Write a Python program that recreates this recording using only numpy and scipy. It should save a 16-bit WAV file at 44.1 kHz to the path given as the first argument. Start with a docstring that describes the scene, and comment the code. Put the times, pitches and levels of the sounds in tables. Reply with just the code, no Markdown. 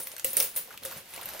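"""On a kitchen counter, close to a camera's two microphones: coins are shaken from a plastic bottle
into a tall plastic tub. Each landing is a noise crack and clack, rough decaying coin tones, clatter
and a resonant tub boom; a few free coins add clean, wavering tones. Between landings, small random
contacts jingle and slide, and noise bursts knock in the bottle. A short room tail and steady air lie behind.
The scene opens on coin rings that are still fading."""
import sys
import numpy as np
from scipy import signal
from scipy.fft import rfft, irfft
from scipy.io import wavfile
from scipy.ndimage import uniform_filter1d

SR = 44100
rng = np.random.default_rng(int(sys.argv[2]) if len(sys.argv) > 2 else 0)


def master_out(mix):
    """Clip the mix to full scale and print it as 16-bit PCM to the path in sys.argv[1]."""
    frames = np.transpose(np.atleast_2d(mix))
    ceiling = np.clip(frames, -1, 1)
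    pcm = np.round(ceiling * 32767).astype(np.int16)
    wavfile.write(sys.argv[1], SR, pcm)


N = 61740  # samples, 1.4 s
UNLIKE = 0.51  # size of each microphone's own part beside a shared part of 1


def undb(db):
    """Turn decibels into an amplitude factor."""
    return 10 ** (np.asarray(db) / 20)


def unit(x):
    """Scale to an RMS of 1 over both microphones."""
    return x / np.sqrt(np.mean(x ** 2))


def pair(n):
    """Noise at two close microphones: partly shared, partly their own."""
    return rng.standard_normal(n) + UNLIKE * rng.standard_normal((2, n))


def colour(x, points):
    """Filter through (f/Hz, level/dB) points, straight over log frequency."""
    points = np.array(points)
    hz = np.fft.rfftfreq(N, 1 / SR) + 1
    gain_db = np.interp(np.log(hz), np.log(points[:, 0]), points[:, 1])
    return irfft(rfft(x) * undb(gain_db), N)


def band(x, lo_hz, hi_hz):
    """Keep a band, its top held below 0.45 of the sample rate."""
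    edges = [lo_hz, min(hi_hz, .45 * SR)]
    return signal.sosfilt(signal.butter(2, edges, "band", fs=SR, output="sos"), x)


def mode(x, hz, t60):
    """A resonance: each input impulse starts one decaying sine."""
    pole = np.exp(2j * np.pi * hz / SR - np.log(1000) / (t60 * SR))
    return signal.lfilter([1], [1, -pole], x).imag


def clicks(per_s, scatter_db):
    """Random small contacts of scattered sizes."""
    struck = rng.random(N) < per_s / SR
    size = struck * undb(scatter_db * np.minimum(rng.exponential(size=N), 3))
    return size * pair(N)


def burst(db, decay_s, lo_hz, hi_hz, rise_s=0.00049):
    """An impact as a short puff of band noise, with the given level before it decays."""
    t = np.arange(SR // 10) / SR
    env = np.exp(-t / max(decay_s, 1 / SR)) * np.minimum(t / rise_s, 1)
    x = band(pair(len(t)) * env, lo_hz, hi_hz)
    # make up for the energy lost in the band filter
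    make_up = np.sqrt(np.mean(env ** 2) / np.mean(x ** 2, axis=1, keepdims=True))
    return x * undb(db) * make_up


def around(hz, width):
    """Band edges either side of a centre frequency."""
    return hz / (1 + width), hz * (1 + width)


def add(out, x, s):
    """Lay a sound into the scene at a time in seconds."""
    i = int(s * SR)
    out[:, i:i + x.shape[1]] += x[:, :N - i]


# Colour of the steady air: f/Hz, relative level per Hz/dB
AIR_COLOUR = [(18, -36), (30, -4), (125, -4.5), (355, -18), (499, 0), (632, -10.5), (2290, -1),
              (7470, -8.5), (13000, -11), (16000, -13)]
AIR_DB = -54.5  # RMS level


def room_air():
    """Steady coloured noise, mostly unlike at the two microphones."""
    noise = rng.standard_normal(N) + 2.0 * rng.standard_normal((2, N))
    return undb(AIR_DB) * unit(colour(noise, AIR_COLOUR))


ROOM_T60_S, ROOM_LOW_HZ = .21, 840
TUB_ROOM_DB, BOTTLE_ROOM_DB = -6.5, -6  # sends into the room


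def kitchen_room(tub, bottle):
    """Reflections: convolve tub and bottle with a decaying noise tail."""
    t = np.arange(SR // 2) / SR
    tail = rng.standard_normal((2, len(t))) * undb(-60 * t / ROOM_T60_S) * np.minimum(t / 0.001, 1)
    tail = band(tail, ROOM_LOW_HZ, 20400)
    tail = tail / np.sqrt(np.sum(tail ** 2, axis=1, keepdims=True))
    sent = undb(TUB_ROOM_DB) * tub + undb(BOTTLE_ROOM_DB) * bottle
    return signal.fftconvolve(sent, tail, axes=1)[:, :N]


# Moving levels of the loose coins: t/s, jingle level/dB, sliding level/dB, tub hum level/dB,
# handling rumble level/dB
LOOSE_LEVELS = [(0.0, -38.5, -46.5, -38, -56), (0.02, -41, -51.5, -61, -64.5), (0.22, -83, -55, -69, -74),
                (0.246, -37.5, -56, -100, -49.5), (0.343, -41.5, -49, -87, -62),
                (0.372, -69, -44, -42.5, -55), (0.438, -46, -42.5, -45, -52.5),
                (0.473, -43, -50.5, -57.5, -63), (0.532, -58, -56.5, -63.5, -66),
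                (0.579, -33, -45, -57, -55), (0.654, -58, -58.5, -61.5, -68.5), (0.744, -85, -51, -72, -61),
                (0.798, -76, -93, -98, -66), (0.827, -57, -49, -51, -55.5), (0.942, -84, -46, -63, -63),
                (0.976, -42.5, -44, -58, -55), (1.034, -67, -58.5, -66, -64.5), (1.11, -54, -51, -85, -67),
                (1.18, -59, -44.5, -58, -59), (1.2, -72, -49.5, -66, -59), (1.27, -71, -45, -59, -58.5),
                (1.298, -84, -43.5, -70, -63), (1.336, -61, -45, -58.5, -54), (1.4, -59, -45, -57.5, -68)]


def curve(column):
    """Follow one level column, straight in dB between its points."""
    points = np.array(LOOSE_LEVELS)
    return undb(np.interp(np.arange(N) / SR, points[:, 0], points[:, column]))


def handling_rumble():
    """Hands on the plastic: low band noise."""
    noise = pair(N) + 0.23 * rng.standard_normal((2, N))
    return curve(column=4) * unit(band(noise, 72, 530))


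# Resonances of the plastic tub, which also boom at the landings: f/Hz, relative level/dB, t60/s
TUB_MODES = [(410, -20, .04), (490, -9, .08), (528, 0, .14)]


def tub_modes(drive):
    """The tub walls resonate to whatever drives them."""
    return sum(undb(db) * mode(drive, hz, t60) for hz, db, t60 in TUB_MODES)


def tub_hum():
    """Noise keeps the tub's resonances humming."""
    return curve(column=3) * unit(tub_modes(pair(N)))


# Colour of coins sliding on plastic: f/Hz, relative level per Hz/dB
SLIDE_COLOUR = [(350, -8), (600, -1), (1730, -3.5), (2340, -3.5), (7310, -10), (11700, -11.5),
                (12800, -0.5), (14700, -8), (16000, -32)]
SLIDE_PER_S, SLIDE_SCATTER_DB = 9000, 1


def sliding():
    """Dense contacts of nearly equal size scrape the plastic."""
    scrape = colour(clicks(SLIDE_PER_S, SLIDE_SCATTER_DB), SLIDE_COLOUR)
    return curve(column=2) * unit(scrape)


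# Ring families of the coin heap: f/Hz, spread/share of f, relative level/dB
COIN_RINGS = [(9670, 0.042, -6.5), (10810, 0.017, -11), (13200, 0.026, -8.5), (13470, 0.018, -14),
              (15100, .015, -10), (16100, 0.0033, -23)]
JINGLE_PER_S, JINGLE_SCATTER_DB = 3500, 6
JINGLE_TICK_DB, JINGLE_T60_S = -9.5, 0.014  # tick level is relative to the rings


def jingle():
    """Dense small contacts ring 48 unlike coin modes, with bare ticks on top."""
    rings = 0
    for hz, spread, db in COIN_RINGS:
        for off in rng.uniform(-1.57, 1.3, size=8):
            contacts = clicks(JINGLE_PER_S / 48, JINGLE_SCATTER_DB)
            rings = rings + undb(db) * mode(contacts, hz * (1 + spread * off), JINGLE_T60_S)
    ticks = band(clicks(4 * JINGLE_PER_S, JINGLE_SCATTER_DB), 6900, 20000)
    return curve(column=1) * (unit(rings) + undb(JINGLE_TICK_DB) * unit(ticks))


THUMP_S, THUMP_HZ, THUMP_DB, THUMP_T60_S = .962, 154, -38.5, 0.057


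def hand_thump():
    """A hand bumps the bottle: one low decaying sine."""
    out = np.zeros((2, N))
    t = np.arange(SR // 5)[None] / SR
    env = undb(THUMP_DB - 60 * t / THUMP_T60_S) * np.minimum(t / 0.0048, 1)
    add(out, env * np.sin(2 * np.pi * THUMP_HZ * t), THUMP_S)
    return out


# Coins knocking inside the bottle, levels before the trims below: t/s, tick level/dB,
# knock f/Hz, knock level/dB, chink f/Hz, chink level/dB, decay time constant/s
BOTTLE_KNOCKS = [(0.0706, -13, 2120, -50, 12200, -33, 0.0071), (0.116, -18, 2350, -53.5, 9990, -43, 0.012),
                 (0.136, -30, 550, -46.5, 13000, -51, 0.0045), (0.165, -16, 1820, -44, 8600, -40, 0.0035),
                 (0.1806, -19.5, 2290, -48, 13200, -38, 0.0077), (0.196, -12, 1780, -47, 12800, -49, 0.004),
                 (0.3558, -32, 2400, -47, 3600, -43, 0.0021), (0.7255, -28, 2300, -46, 4060, -55, 0.0032),
                 (0.674, -26, 696, -50.5, 11500, -55, 0.0084), (0.689, -39, 510, -51.5, 13000, -53, 0.0064),
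                 (0.7046, -40, 1370, -43, 12300, -47, 0.0084), (0.7355, -73, 1090, -48, 12300, -48, 0.014),
                 (0.775, -20.5, 2730, -38, 13300, -40, 0.003), (0.9112, -19, 1130, -43, 12100, -40, 0.0065),
                 (0.922, -21, 1300, -43, 13300, -37, 0.007), (1.137, -19.5, 2480, -46, 10500, -37, 0.0064),
                 (1.1615, -17.5, 2150, -48, 10600, -57, 0.005),
                 (1.1755, -27, 427, -42.5, 2480, -37, 0.0041), (1.1882, -44, 990, -42.5, 13500, -54, 0.012),
                 (1.212, -23, 3240, -45.5, 13000, -37, 0.0059), (1.2198, -25, 690, -41, 1430, -44, 0.0038),
                 (1.228, -26, 1580, -44.5, 9600, -39.5, 0.0071),
                 (1.256, -34, 2290, -42, 12860, -27.5, 0.0037), (1.287, -22, 1870, -42, 12200, -33, 0.0049),
                 (1.335, -21, 740, -42.5, 10300, -37, 0.0036), (1.3444, -45, 630, -42.5, 13100, -44, 0.013),
                 (1.393, -20, 1750, -41, 12800, -39, 0.0098)]
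TICK_DB, KNOCK_DB, CHINK_DB = -13.5, 2.5, 1  # trims
TICK_S, KNOCK_WIDTH, CHINK_WIDTH = .0018, .3, 0.12  # widths as shares of f
KNOCK_RISE = 0.32  # rise as a share of the decay time


def bottle_knocks():
    """Each coin gives a tick, a dull knock of the bottle wall and a damped chink."""
    out = np.zeros((2, N))
    for s, tick_db, knock_hz, knock_db, chink_hz, chink_db, decay_s in BOTTLE_KNOCKS:
        rise_s = KNOCK_RISE * decay_s
        add(out, burst(tick_db + TICK_DB, TICK_S, 1330, 19500), s)
        add(out, burst(knock_db + KNOCK_DB, decay_s, *around(knock_hz, KNOCK_WIDTH), rise_s), s)
        add(out, burst(chink_db + CHINK_DB, decay_s, *around(chink_hz, CHINK_WIDTH), rise_s), s)
    return out


# Coins that ring clean, free of the heap; those at t = 0 are already fading: t/s, f/Hz, level/dB, t60/s
FREE_COINS = [(0, 9082, -44, 0.42), (0, 13260, -52, 0.28), (0, 15160, -44, .25), (.068, 13280, -45, 0.32),
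              (.2456, 13090, -32.5, .12), (.2456, 15620, -23, .14), (.3316, 13050, -30, 0.099),
              (.3685, 12235, -32, 0.28), (.3685, 14990, -32, .1), (.3685, 9340, -27, 0.24),
              (.38, 15710, -36, 0.35)]
TUMBLE_DB, TUMBLE_S = 4, .008  # RMS waver and its smoothing time


def free_coins():
    """Single fading tones that waver in level as the coin tumbles."""
    out = np.zeros((2, N))
    t = np.arange(SR // 2) / SR
    for s, hz, db, t60 in FREE_COINS:
        phase = rng.uniform(0, 2 * np.pi) + UNLIKE * rng.standard_normal((2, 1))
        waver_db = TUMBLE_DB * unit(uniform_filter1d(pair(len(t)), size=int(TUMBLE_S * SR)))
        add(out, undb(db + waver_db - 60 * t / t60) * np.sin(2 * np.pi * hz * t + phase), s)
    return out


RING_DB, RING_SIDE_DB = -5.5, -1.5  # ring trim; each neighbour against the main mode
RING_SPREAD, RING_ROUGH = 0.04, .8  # neighbour spread as a share of f; RMS depth of the shaking


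def ring(hz, db, t60):
    """A coin mode with weaker ones of the coins it strikes, shaken by contact with the heap."""
    t = np.arange(SR // 4) / SR
    tone = 0
    for k in range(7):
        neighbour = k > 0
        off, turn, skew = rng.uniform(-1.028, 1, size=3)
        mode_hz = hz * (1 + RING_SPREAD * off * neighbour)
        phase = np.pi * (turn + skew * np.array([[0], [UNLIKE]]))  # skewed between microphones
        tone = tone + undb(RING_SIDE_DB * neighbour) * np.sin(2 * np.pi * mode_hz * t + phase)
    shake = 1 + RING_ROUGH * unit(uniform_filter1d(pair(len(t)), size=30))
    return undb(db + RING_DB - 60 * t / t60) * tone * shake


# Coins landing in the tub; the first row is coin rings still fading as the scene opens.
# Levels before the trims: t/s, crack level/dB, boom level/dB, clack level/dB, clack f/Hz,
# low ring f/Hz and level/dB, middle ring f/Hz and level/dB, high ring f/Hz and level/dB, ring t60/s
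TUB_COINS = [(0.0004, -26.5, -48, -50, 1470, 9300, -48, 13500, -50, 16460, -33, 0.077),
             (0.2453, -15, -24.5, -32.5, 2460, 8420, -20, 11300, -24.5, 15250, -21, 0.014),
             (0.3316, -26, -35.5, -47, 2940, 9300, -31, 13170, -31, 16160, -25, 0.024),
             (0.3683, -11.5, -40, -35.5, 1900, 9800, -12, 12250, -23, 15100, -16, 0.02),
             (0.3734, -24, -37, -40, 2500, 9370, -34, 11700, -36, 15000, -22, 0.028),
             (0.4016, -17.5, -66, -32, 3620, 5520, -25, 10200, -23, 14400, -18, 0.03),
             (0.4068, -24, -30, -34.5, 2260, 5330, -43, 12200, -30, 15700, -16, 0.022),
             (0.4247, -48, -71, -55, 2500, 9440, -26.5, 12900, -26, 15540, -32, 0.063),
             (0.4416, -19.5, -42.5, -59, 2480, 9660, -41, 11900, -51, 15000, -29, 0.085),
             (0.5617, -20, -40.5, -46, 1925, 9900, -30.5, 12570, -34.5, 14900, -37, 0.069),
             (0.5664, -27, -52, -44.5, 3130, 8860, -33.5, 14100, -44, 14650, -26, 0.05),
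             (0.5736, -28, -53, -44, 2340, 9530, -34, 13300, -29, 14900, -27, 0.046),
             (0.834, -32, -45, -44.5, 3520, 10700, -47, 14000, -41, 15000, -49, 0.055),
             (0.8502, -22, -31, -39.5, 1450, 9960, -33, 12040, -38, 14700, -40, 0.06),
             (0.8576, -27, -35, -40, 3360, 9380, -39, 12800, -40, 15300, -47, 0.032)]
CRACK_DB, CLACK_DB, BOOM_DB = -8, 5, -7  # trims
CRACK_S, CRACK_LOW_HZ = 0.004, 6800
CLACK_S, CLACK_WIDTH = 0.0028, .22  # width as a share of f
CLATTER_DB, CLATTER_S = -19.5, 0.048  # level against the table's crack


def coins_in_tub():
    """Crack, plastic clack, three coin rings, clatter of the settling heap and the tub's boom."""
    out, blow = np.zeros((2, N)), np.zeros(N)
    for s, crack_db, boom_db, clack_db, clack_hz, *rings, t60 in TUB_COINS:
        add(out, burst(crack_db + CRACK_DB, CRACK_S, CRACK_LOW_HZ, SR / 2), s)
        add(out, burst(clack_db + CLACK_DB, CLACK_S, *around(clack_hz, CLACK_WIDTH)), s)
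        for hz, db in zip(rings[::2], rings[1::2]):
            add(out, ring(hz, db, t60), s)
        add(out, burst(crack_db + CLATTER_DB, CLATTER_S, 1980, 23000, 0.0011), s)
        blow[int(s * SR)] += undb(boom_db + BOOM_DB)
    boom = band(band(tub_modes(blow), 366, 790), 366, 790)
    return out + boom


LEFT_LAG = .7  # samples


def lag_left(x):
    """The left microphone hears everything a fraction of a sample later."""
    delay = np.exp(-2j * np.pi * LEFT_LAG * np.fft.rfftfreq(N))
    return np.array([irfft(rfft(x[0]) * delay, N), x[1]])


def scene():
    """Tub and bottle close by, with the room and its air behind."""
    bottle = handling_rumble() + tub_hum() + sliding() + jingle() + hand_thump() + bottle_knocks()
    tub = free_coins() + coins_in_tub()
    return lag_left(room_air() + kitchen_room(tub, bottle) + bottle + tub)


TOP_HZ = 15800


def record(dry):
    """A steep low-pass leaves nothing above 15.8 kHz."""
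    return signal.sosfilt(signal.ellip(12, .2, 90, TOP_HZ, fs=SR, output="sos"), dry)


dry = scene()
out = record(dry)
master_out(out)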